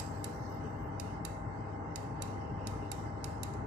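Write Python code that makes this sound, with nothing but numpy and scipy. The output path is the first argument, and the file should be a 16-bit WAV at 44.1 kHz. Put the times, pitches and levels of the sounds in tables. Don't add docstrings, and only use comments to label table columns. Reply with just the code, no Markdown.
import sys
import numpy as np
from scipy import signal
from scipy.fft import rfft, irfft
from scipy.io import wavfile
from scipy.ndimage import uniform_filter1d

SR = 44100
rng = np.random.default_rng(int(sys.argv[2]) if len(sys.argv) > 2 else 0)


def persist_wave(psi):
    counts = np.round(np.clip(psi, -1, 1) * 32767).astype(np.int16)
    wavfile.write(sys.argv[1], SR, np.atleast_2d(counts).T)


N = 161406
T = np.arange(N) / SR

# (frequency [Hz], left density [dB], right density [dB])
AIR_SPECTRUM = [(20, -83, -94), (37.3, -93, -106), (45.8, -75, -86), (55.3, -59.5, -63.5),
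                (78, -66.5, -70.5), (119, -61, -64), (183, -68.5, -73), (272, -66, -70.5),
                (351, -80.5, -73), (430, -68.5, -73), (532, -77.5, -77), (700, -75, -76.5),
                (855, -81.5, -71.5), (1190, -77, -82), (1448, -84, -81), (1936, -91.5, -88),
                (2090, -79, -88), (2256, -100, -102), (2930, -104.6, -95), (3420, -116, -109),
                (4430, -112.4, -102), (5000, -119.3, -101), (6280, -125, -100), (6580, -125, -112),
                (7700, -128.6, -110), (9000, -129, -119), (11300, -128, -122), (14100, -132, -131),
                (15500, -140, -140)]
# (frequency [Hz], correlation [-1..1])
AIR_CORRELATION = [(40, 1), (125, 1), (260, 0.86), (450, 0.55), (750, -0.49), (1300, 0.099), (2100, -0.057),
                   (5000, 0)]
# (time [s], level [dB])
SUB_RIDE = [(0, -2), (1.0, 2), (1.6, -2.5), (2.0, -2), (2.5, 3), (2.8, 4), (3.2, -0.5), (3.65, 3.5)]
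RUMBLE_RIDE = [(0, -.5), (1.0, 1), (1.6, 0), (2.0, 0.5), (2.4, 2.5), (2.8, 0.5), (3.2, 0), (3.65, 1.5)]
LOW_HISS_RIDE = [(0, -0.5), (.45, -4), (.85, 2.5), (1.4, -8), (1.65, -0.5), (1.9, -3.5), (2.4, 2.5),
                 (2.62, 2.5), (3.15, -3), (3.65, -2.5)]
HIGH_HISS_RIDE = [(0, 6.5), (.38, -1), (.45, 8), (.62, 1), (.85, -4.5), (1.0, -3), (1.45, -11),
                  (1.56, -2.5), (1.75, -4.5), (1.9, -5), (2.4, -2), (2.62, -2.5), (3.15, 1), (3.65, -7.5)]
# (time [s], level [dB])
SIZZLE_RIDE = [(0, -46), (.1, -59.5), (.24, -62), (.45, -80), (.7, -69), (.85, -76), (.98, -78),
               (1.35, -74), (1.5, -73), (1.75, -73.5), (1.9, -79), (2.45, -80), (2.85, -74), (3.2, -72),
               (3.65, -83)]
SHEEN_RIDE = [(0, -75), (.2, -73), (.38, -73), (.48, -94), (.7, -110)]
# (time [s], pitch [Hz], level [dB])
WHISTLE_PATH = [(.04, 12900, -84), (.2, 11800, -79), (.3, 13200, -88), (.4, 13050, -79), (.49, 13400, -70),
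                (.55, 13100, -69), (.62, 12400, -88), (.72, 13150, -76), (.8, 12650, -82),
                (.85, 12100, -79), (.9, 11300, -84)]
# (multiple of the mains or shaft rate, left [dB], right [dB], left phase lead [rad])
MAINS_TONES = [(2, -46, -51, .2), (6, -56, -60, .3), (8, -64, -68, 0)]
FAN_TONES = [(5, -53.5, -57.5, 0), (10, -53.5, -58, .1), (20, -64, -60, -.2), (33, -64, -81, -.9),
             (37, -67, -71, 1.1), (39, -61, -74, -.1), (41, -57.5, -69, -1.3), (49, -54, -53.5, -2.4),
             (50, -54.7, -56, -.6), (52, -72, -60, -1.3), (53, -66, -74, -1.2), (54, -67, -61, .1),
             (55, -69, -58, -2.1), (56, -72, -63, -2.4), (57, -67, -62, -1.5), (59, -64.5, -67.5, -1.3),
             (61, -64, -68, -1.3), (65, -61, -67, -2.4), (66, -63, -66.5, .3), (70.36, -70.5, -75, .9),
             (80, -70, -72, -.8), (110, -75, -79, .6)]
# (frequency [Hz], left [dB], right [dB], right t60 before the taper [s])
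ROOM_BANDS = [(1000, -8, -7.5, 0.38), (2450, -5.5, -3, 0.6), (3420, -15, -6, 0.89), (3700, -11, -6, 0.49),
              (6300, -20, -5, 1), (7240, -17.5, -5.5, 0.62), (8640, -24, -8, 0.86),
              (11300, -28, -14.5, 0.61), (12100, -28, -14.5, .45), (13700, -37, -17, 0.43),
              (14800, -53, -37, 0.23)]
# (delay [s], level [dB])
REFLECTIONS = [(0.0093, -23.5), (.0128, -36), (.022, -47)]
# (frequency [Hz], gain [dB])
CRACK_EQ = [(300, -28), (1500, 3), (2500, -2), (3300, -9), (4000, 7), (8000, 13), (11500, 8.5), (14000, -8),
            (15500, -22)]
KNOCK_EQ = [(300, -33), (1200, -7.5), (2000, 0.5), (2600, -2), (3200, -5), (5000, -35), (15000, -60)]
SHADOW_EQ = [(1500, -5.5), (2600, -7), (3800, -17), (5100, -28.5), (6300, -9.5), (7300, -30), (8300, -17),
             (10000, -28), (12500, -21), (14500, -50)]
# (frequency [Hz], level [dB], t60 [s])
DOWN_MODES = [(2570, -12, 0.011), (3860, -6, .012), (4505, -5.5, 0.015), (5060, -0.5, 0.0053),
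              (5930, -10, 0.0086), (6690, -0.5, 0.0045), (7940, -6.5, 0.015), (8500, -21, 0.013),
              (9340, -16, .009), (9500, -5, 0.0043), (10420, -9, 0.0068), (11150, -13, .01),
              (12970, -10.5, .005), (14400, -30, .006)]
UP_MODES = [(2690, -11, 0.028), (3880, -3.5, 0.0055), (4570, -7, 0.024), (5340, -12, 0.0054),
            (5930, -5, 0.006), (7000, -8, .01), (7320, 0.5, .013), (7760, -5, 0.013), (8540, -9, 0.011),
            (9690, -8, 0.003), (9980, -2.5, 0.0048), (11220, 0, 0.0082), (11900, -11, .009),
            (13900, -17, .007)]
# (time [s], level [dB], shell brightness [dB/octave])
PRESSES = [(.9981, 1.5, -0.8), (1.958, 2, -1), (2.6709, 2.5, -2), (3.2424, 2.5, -1.5)]
RELEASES = [(.2425, 3, .4), (1.2503, 2.5, -2), (2.2213, 3, -0.7), (2.9163, 3, -0.2), (3.4326, 3, .3)]
TICKS = [(3.537, -15.5, -3)]
# (frequency [Hz], width [Hz], depth [0..1])
MIC_NOTCHES = [(3380, 190, 1), (2340, 120, 0.29)]


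def amp(db):
    return 10 ** (np.asarray(db) / 20)


def unit_rms(x):
    return x / np.sqrt(np.mean(abs(x) ** 2) + 1e-20)


def lookup(table, hz, column=1):
    columns = np.transpose(table)
    return np.interp(np.log(hz + 1), np.log(columns[0] + 1), columns[column])


def ride(curve, t):
    return np.interp(t, *np.transpose(curve))


def add(mix, start_s, sound):
    part = mix[:, round(start_s * SR):][:, :sound.shape[1]]
    part += sound[:, :part.shape[1]]


def equalise(x, curve, size=2048):
    hz = abs(np.fft.fftfreq(size, 1 / SR))
    log_gain = np.log(amp(lookup(curve, hz)))
    taps = np.fft.ifft(np.exp(np.conj(signal.hilbert(log_gain)))).real
    return signal.fftconvolve(x, taps)[:len(x)]


def drift(rate_hz):
    knots = rng.standard_normal((2, 256))
    real, imag = (np.interp(T * rate_hz, np.arange(256), row) for row in knots)
    return unit_rms(real + 1j * imag)


def blur(width_hz):
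    lowpass = signal.butter(2, width_hz, fs=SR, output="sos")
    return unit_rms(signal.sosfilt(lowpass, rng.standard_normal(N)))


def air(size=2048, hop=512):
    sub_top_hz, rumble_top_hz, hiss_from_hz, hiss_split_hz = 72, 540, 2350, 3400
    hz = np.fft.rfftfreq(size, 1 / SR)
    t = np.arange(N // hop + 5)[:, None] * hop / SR
    noise = rng.standard_normal((5, len(t), len(hz)))
    left, unrelated = noise[0] + 1j * noise[1], noise[2] + 1j * noise[3]
    alike = lookup(AIR_CORRELATION, hz)
    right = alike * left + np.sqrt(1 - alike ** 2) * unrelated
    patches = unit_rms(uniform_filter1d(uniform_filter1d(noise[4], size=6, axis=0), size=9, axis=1))
    rush_db = np.where(hz < sub_top_hz, ride(SUB_RIDE, t), ride(RUMBLE_RIDE, t) * (hz < rumble_top_hz))
    rush_db += 1.5 * patches
    hiss_db = np.where(hz < hiss_split_hz, ride(LOW_HISS_RIDE, t), ride(HIGH_HISS_RIDE, t))
    hiss_db += 2.4 * np.interp(t, T, drift(rate_hz=14).real)
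    hiss_db += 5.5 * np.minimum(patches, 1.5)
    frames = np.array([left, right]) * amp(np.where(hz > hiss_from_hz, hiss_db, rush_db))
    bed = signal.istft(frames.transpose(0, 2, 1), nperseg=size, noverlap=size - hop)[1]
    bed *= np.sqrt(1.5 * SR / size)
    bed_hz = np.fft.rfftfreq(bed.shape[1], 1 / SR)
    tone = amp([lookup(AIR_SPECTRUM, bed_hz, side) for side in (1, 2)])
    return amp(-2) * irfft(rfft(bed) * tone)[:, :N]


def hum(mains_hz=49.97, shaft_hz=16.005, waver=0.053, gain_db=1):
    out = np.zeros((2, N))
    for base_hz, tones in ((mains_hz, MAINS_TONES), (shaft_hz, FAN_TONES)):
        for multiple, left_db, right_db, lead in tones:
            tone = np.exp(2j * np.pi * (multiple * base_hz * T + rng.random()))
            tone *= 1 + waver * drift(rate_hz=2.54)
            out += [amp(left_db) * (tone * np.exp(1j * lead)).real, amp(right_db) * tone.real]
    return np.sqrt(2) * amp(gain_db) * out


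def narrow_hiss(curve, hz, width_hz):
    band = (blur(width_hz) + 1j * blur(width_hz)) * np.exp(2j * np.pi * hz * T)
    return amp(ride(curve, T)) * band.real / np.sqrt(2)


def whistle_and_sizzle(waver_hz=90, flicker=0.7, left_db=-19):
    times, hz, db = np.transpose(WHISTLE_PATH)
    pitch = np.interp(T, times, hz) + waver_hz * drift(rate_hz=30).real
    level = amp(np.interp(T, times, db, left=-np.inf, right=-np.inf))
    level *= 1 + flicker * drift(rate_hz=20).real
    whistle = level * blur(width_hz=110) * np.sin(2 * np.pi * np.cumsum(pitch) / SR)
    sizzle = narrow_hiss(SIZZLE_RIDE, hz=7760, width_hz=230)
    sheen = narrow_hiss(SHEEN_RIDE, hz=13800, width_hz=350)
    return (whistle + sizzle + sheen) * amp([left_db, 0])[:, None]


def room_tail(click, size=16384, hold_s=0.0083, taper_s=0.21, left_t60_share=0.45):
    send = 0.4 * click[1]
    send[0] += amp(-13.5)
    hz, t, noise = signal.stft(rng.standard_normal((2, size)), SR, nperseg=256)
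    decay_db = -60 * np.maximum(t - hold_s, 0) / lookup(ROOM_BANDS, hz, column=3)[:, None]
    fade = amp([decay_db / left_t60_share, decay_db]) / (1 + (t / taper_s) ** 4)
    fade /= np.sqrt((fade ** 2).mean(2, keepdims=True) * size)
    level = amp([lookup(ROOM_BANDS, hz, side) for side in (1, 2)])[:, :, None]
    response = signal.istft(noise * fade * level, SR, nperseg=256)[1]
    return signal.fftconvolve(send[None], response, axes=1)


def snap_envelope(t, hold_s, t60, attack_s=0.000098, sag_db_per_s=1200):
    fall_db = sag_db_per_s * np.minimum(t, hold_s) + 60 * np.maximum(t - hold_s, 0) / t60
    return (1 - np.exp(-t / attack_s)) * amp(-fall_db)


def shell_ring(t, modes, brightness, pivot_hz=6000, detune=0.0013):
    out = np.zeros(len(t))
    for hz, db, t60 in modes:
        level = amp(db + brightness * np.log2(hz / pivot_hz))
        pitch = hz * (1 + detune * rng.standard_normal())
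        tone = np.sin(2 * np.pi * (pitch * t + rng.random()))
        out += level * snap_envelope(t, hold_s=0.0031, t60=t60) * tone
    return out


def switch_snap(modes, brightness, size=2400):
    t = np.arange(size) / SR
    shell = shell_ring(t, modes, brightness)
    crack = unit_rms(equalise(rng.standard_normal(size), CRACK_EQ))
    crack *= snap_envelope(t, hold_s=0.0033, t60=0.029)
    knock = np.array([unit_rms(equalise(noise, KNOCK_EQ)) for noise in rng.standard_normal((2, size))])
    knock *= snap_envelope(t, hold_s=0.0044, t60=0.044)
    right = amp(-36.5) * shell + amp(-43.5) * crack
    return np.array([equalise(right, SHADOW_EQ), right]) + amp(-51.5) * knock


def mouse_button():
    out = np.zeros((2, N))
    for events, modes in ((PRESSES, DOWN_MODES), (RELEASES, UP_MODES), (TICKS, DOWN_MODES)):
        for start_s, db, brightness in events:
            click = switch_snap(modes, brightness)
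            add(out, start_s, amp(db) * click)
            add(out, start_s, amp(db) * room_tail(click))
            for delay_s, reflection_db in REFLECTIONS:
                add(out, start_s + delay_s, amp(db + reflection_db) * click)
    click = switch_snap(DOWN_MODES, brightness=0)
    tail = room_tail(click)
    add(out, 0, amp(1) * click)
    add(out, 0, tail * amp(7 - 30 * T[:tail.shape[1]]))
    return out


def scene():
    return mouse_button() + hum() + air() + whistle_and_sizzle()


def record(dry, shelf_hz=14400, shelf_db=-10, cutoff_hz=15400):
    hz = np.fft.rfftfreq(2 * N, 1 / SR)
    gain = amp(shelf_db * np.clip((hz - shelf_hz) / 200, 0, 1))
    for notch_hz, width_hz, depth in MIC_NOTCHES:
        gain = gain * (1 - depth / (1 + 2j * (hz - notch_hz) / width_hz))
    gain *= amp(-np.clip((hz - cutoff_hz) / 12, 0, 100))
    mirrored = np.hstack([dry, dry[:, ::-1]])
    return irfft(rfft(mirrored) * gain)[:, :N]


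dry = scene()
out = record(dry)
persist_wave(out)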